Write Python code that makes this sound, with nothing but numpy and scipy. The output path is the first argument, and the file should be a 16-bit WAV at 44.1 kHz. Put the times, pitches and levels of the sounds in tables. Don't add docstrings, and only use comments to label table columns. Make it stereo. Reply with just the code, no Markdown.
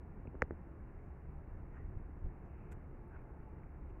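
import sys
import numpy as np
from scipy import signal
from scipy.io import wavfile

SR = 44100
rng = np.random.default_rng(int(sys.argv[2]) if len(sys.argv) > 2 else 0)


def log_audio(samples):
    frames = np.atleast_2d(samples).T
    limited = np.clip(frames, -1, 1)
    pcm = np.round(limited * 32767).astype(np.int16)
    wavfile.write(sys.argv[1], SR, pcm)


N = 176400

# frequency in Hz, relative spectral density in dB.
HUM_SPECTRUM = [(30,17.5),(50,14.5),(72,14),(95,6.5),(160,8.5),(250,-0.5),(390,0),(520,-6),(700,-5.5),(880,-6),(1200,-10),(1800,-13.5),(2300,-22.5),(2800,-31)]
# frequency in Hz, left-right correlation.
HUM_CORRELATION = [(60,1),(180,1),(300,.82),(520,.5),(890,.24),(1520,-0.2),(2600,-0.012)]
# frequency in Hz, left minus right in dB.
HUM_BALANCE = [(60,-1.5),(210,4),(490,4),(740,1),(1700,2.5),(2600,6)]
# centre in Hz, width in Hz, level in dB.
DRONES = [(72.4,17,-58),(129,52,-62.5),(312.3,117,-65.5),(827,270,-80)]
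# time in seconds, level in dB.
AIR_LEFT = [(0,-51.5),(1.2,-55.5),(1.55,-65.5),(2.0,-55),(2.5,-56.5),(3.3,-59.5),(4,-48)]
AIR_RIGHT = [(0,-42.5),(.33,-62.5),(.6,-58.5),(1.2,-58),(1.3,-48),(1.48,-49.5),(1.57,-44.5),(1.65,-39.5),(1.71,-54),(1.76,-47),(1.81,-40.5),(1.9,-42),(1.97,-36),(2.04,-46),(2.22,-46.5),(2.26,-32),(2.32,-47),(2.552,-54),(2.78,-47.5),(2.95,-59.5),(3.28,-59),(3.42,-45.5),(3.6,-75),(3.86,-39.5),(4,-66)]
# peak time and length in seconds, centre and width in Hz, left and right level in dB.
GUSTS = [(1.3,0.024,73.6,69.5,-52,-43.5),(1.888,0.2,79,49.8,-55,-42.5),(2.261,0.018,110,130,-59,-40.5)]
# peak time in seconds, length in seconds, level in dB.
LEAF_BRUSHES = [(1.05,.16,-97),(1.578,.07,-97),(1.76,.14,-96),(2.2,.05,-96),(2.462,.06,-93),(3.9,.025,-90.5)]
# centre in Hz, width in Hz, gain in dB.
LEAF_BANDS = [(2730,870,-1),(6300,2000,-3.5)]
# peak time and length in seconds, centre and width in Hz, level in dB.
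RUSTLES = [(1.764,0.05,1420,446,-61),(1.782,0.097,1907,170,-66.5),(1.77,0.13,2200,1200,-76),(2.61,0.32,2310,698,-75.5),(2.727,0.024,1910,1000,-75),(3.141,0.066,1533,160,-63),(3.158,0.066,780,970,-60),(3.194,.08,2260,600,-79),(3.298,0.73,869,24.9,-67.5),(3.901,0.012,2520,700,-77)]
# start in seconds, peak before panning in dB, centre in Hz, width in Hz.
STEM_TICKS = [(0.2717,-59,2400,556),(3.080,-77,10400,2800),(3.217,-81,11400,1600),(3.634,-60,1910,900)]
# start in seconds, level in dB, T60 in seconds, pitch factor of the bright bands.
CRACKLES = [(.434,-73.5,0.016,0.54),(2.7147,-69,0.0092,0.89),(2.72,-66,0.049,1.01),(2.727,-67.5,0.016,0.84)]
# centre in Hz, width in Hz, gain in dB.
CRACKLE_BANDS = [(7560,1600,-1.5),(11400,3800,-5)]
# start in seconds, push, thud, ring and click gain in dB, contact low-pass in Hz.
KNOCKS = [(0.2524,-10,-19,-23,-46,1610),(0.2739,-7,-12.5,-42,-46,1190),(0.3442,-7.5,-25,-32,-51,1000),(0.352,-7,-13,-34,-30,1100),(0.412,-35,-18.5,-33.5,-41.5,3020),(0.4206,-33,-1.5,-0.5,-3.5,8240),(0.4357,-8,-13,-34,-50,2980),(0.5081,3.5,-29.5,-41,-30,2000),(.519,-8,-10.5,-32,-45,650),(.531,-11,-20.5,-33,-43,800)]
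# frequency in Hz, gain in dB, T60 in seconds.
THUD_MODES = [(65,-26.5,0.089),(140,-24,0.041),(221,-24.5,0.031)]
RING_MODES = [(494,-15.5,0.018),(896,-29,0.0077)]
CLICK_MODES = [(1360,0.61,0.0024),(2000,-0.44,0.0031)]
PUSH_MODES = [(370,-24,0.012)]

HUM_DB, HUM_WANDER_DB, HUM_TOP_HZ, HISS_DB = -52, 0.88, 2755, -91.5
AIR_LOW_HZ, AIR_KNEE_HZ, AIR_TOP_HZ, AIR_FLUTTER_DB = 12, 58.6, 179, 0.5
STEM_LEFT_OVER_RIGHT_DB = 14.5
CRACKLE_BODY_HZ, CRACKLE_BODY_DB, CRACKLE_WIDTH_RATIO = 1680, -8 + 16, 0.44
CASING_TOP_HZ, RING_LAG_S = 2310, 0.00244
PING_HZ, PING_GAIN_DB, PING_T60_S, PING_TOP_HZ = 6100, -26, 0.0011, 7640
THUD_RIGHT_DB, SHARP_RIGHT_DB = -13.5, -35
CUTOFF_HZ = 15700

TIME_S = np.arange(N) / SR
SIDES = np.array([[1], [-1]])


def from_db(db):
    return 10 ** (np.asarray(db) / 20)


def unit_rms(x):
    return x / np.sqrt(np.mean(x ** 2) + 1e-20)


def at_hz(points, hz):
    freqs_hz, values = np.transpose(points)
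    return np.interp(np.log(hz), np.log(freqs_hz), values)


def filtered(x, hz, kind, order=2):
    sos = signal.butter(order, np.clip(hz, 5, .47 * SR), kind, fs=SR, output="sos")
    return signal.sosfilt(sos, x + 1e-18)


def bandpass(x, hz, width_hz, order=2):
    mid_hz = np.hypot(hz, width_hz / 2)
    return filtered(x, [mid_hz - width_hz / 2, mid_hz + width_hz / 2], "band", order)


def noise_band(hz, width_hz):
    white = rng.standard_normal((2, N + SR // 4))
    return unit_rms(bandpass(white, hz, width_hz)[:, -N:])


def drift(rate_hz):
    hop = 40
    pole = np.exp(-2 * np.pi * rate_hz * hop / SR)
    white = rng.standard_normal(N // hop + 2002)
    slow = signal.lfilter([1], [1, -2 * pole, pole * pole], white)[2000:]
    return np.interp(np.arange(N) / hop, np.arange(len(slow)), unit_rms(slow))


def swell(peak_s, length_s, db):
    return from_db(db) * np.exp(-(2 * (TIME_S - peak_s) / length_s) ** 2)


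def struck(gain_db, modes, top_hz, order=4):
    t = np.arange(SR // 2) / SR
    ringing = sum((-1) ** k * from_db(gain_db + db - 60 * t / t60_s) * np.sin(2 * np.pi * hz * t)
                  for k, (hz, db, t60_s) in enumerate(modes))
    return filtered(ringing, top_hz, "low", order)


def distant_hum():
    edges_hz = 22 * 2 ** (np.arange(23) / 3)
    white = rng.standard_normal((2, 2, N))
    bands = 0
    for k, (low_hz, high_hz) in enumerate(zip(edges_hz, edges_hz[1:])):
        mid, side = filtered(white[k % 2], [low_hz, high_hz], "band")
        hz = np.sqrt(low_hz * high_hz)
        correlation = np.clip(at_hz(HUM_CORRELATION, hz), -1, 1)
        stereo = np.sqrt(1 + correlation) * mid + np.sqrt(1 - correlation) * side * SIDES
        band_db = at_hz(HUM_SPECTRUM, hz) + HUM_WANDER_DB * drift(rate_hz=9.8)
        bands += from_db(band_db + SIDES * at_hz(HUM_BALANCE, hz) / 2) * stereo
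    drones = sum(from_db(db) * noise_band(hz, width_hz)[0] for hz, width_hz, db in DRONES)
    hum = filtered(from_db(HUM_DB) * unit_rms(bands) + drones, HUM_TOP_HZ, "low", order=14)
    return hum + from_db(HISS_DB) * rng.standard_normal((2, N))


def port_air():
    rumble = filtered(rng.standard_normal((2, N + SR)), AIR_KNEE_HZ, "low")
    rumble = filtered(rumble, AIR_LOW_HZ, "high")
    rumble = filtered(rumble, AIR_TOP_HZ, "low")[:, SR:]
    flutter = from_db(AIR_FLUTTER_DB * drift(rate_hz=11))
    level_db = [np.interp(TIME_S, *np.transpose(port)) for port in (AIR_LEFT, AIR_RIGHT)]
    return unit_rms(rumble * flutter) * from_db(level_db)


def gusts():
    return sum(swell(peak_s, length_s, [[left_db], [right_db]]) * noise_band(hz, width_hz)
               for peak_s, length_s, hz, width_hz, left_db, right_db in GUSTS)


def rustles():
    swells = sum(swell(peak_s, length_s, db) * noise_band(hz, width_hz)
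                 for peak_s, length_s, hz, width_hz, db in RUSTLES)
    return filtered(swells, HUM_TOP_HZ, "low", order=10)


def leaves():
    envelope = sum(swell(*brush) for brush in LEAF_BRUSHES)
    return envelope * sum(from_db(db) * noise_band(hz, width_hz) for hz, width_hz, db in LEAF_BANDS)


def stem_ticks():
    out = np.zeros(N)
    for start_s, db, hz, width_hz in STEM_TICKS:
        ring = bandpass(signal.unit_impulse(N, int(start_s * SR)), hz, width_hz, order=4)
        out += from_db(db) * ring / np.abs(ring).max()
    return out * from_db(SIDES * STEM_LEFT_OVER_RIGHT_DB / 2)


def crackles():
    body = from_db(CRACKLE_BODY_DB) * noise_band(CRACKLE_BODY_HZ, CRACKLE_WIDTH_RATIO * CRACKLE_BODY_HZ)
    out = 0
    for start_s, db, t60_s, pitch in CRACKLES:
        age_s = np.maximum(TIME_S - start_s, 0)
        envelope = (TIME_S >= start_s) * from_db(db - 60 * age_s / t60_s)
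        bright = sum(from_db(gain_db) * noise_band(pitch * hz, width_hz)
                     for hz, width_hz, gain_db in CRACKLE_BANDS)
        out += envelope * (bright + body)
    return out


def casing_knocks():
    out = 0
    for start_s, push_db, thud_db, ring_db, click_db, contact_hz in KNOCKS:
        thud = -struck(thud_db, THUD_MODES, CASING_TOP_HZ / 2, order=2)
        ring = -struck(ring_db, RING_MODES, CASING_TOP_HZ)
        late_ring = np.pad(ring, (int(RING_LAG_S * SR), 0))[:len(ring)]
        click = struck(click_db, CLICK_MODES, CASING_TOP_HZ, order=5)
        ping = struck(click_db, [(PING_HZ, PING_GAIN_DB, PING_T60_S)], PING_TOP_HZ)
        push = struck(push_db, PUSH_MODES, CASING_TOP_HZ)
        sharp = late_ring + click + ping + push
        left = thud + sharp
        right = from_db(THUD_RIGHT_DB) * thud + from_db(SHARP_RIGHT_DB) * sharp
        knock = filtered(np.array([left, right]), contact_hz, "low", order=4)
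        out += np.pad(knock, ((0, 0), (int(start_s * SR), N)))[:, :N]
    return out


def scene():
    background = distant_hum() + port_air() + gusts()
    return background + rustles() + leaves() + stem_ticks() + crackles() + casing_knocks()


def record(dry):
    return signal.sosfilt(signal.ellip(10, .1, 70, CUTOFF_HZ, fs=SR, output="sos"), dry)


dry = scene()
out = record(dry)
log_audio(out)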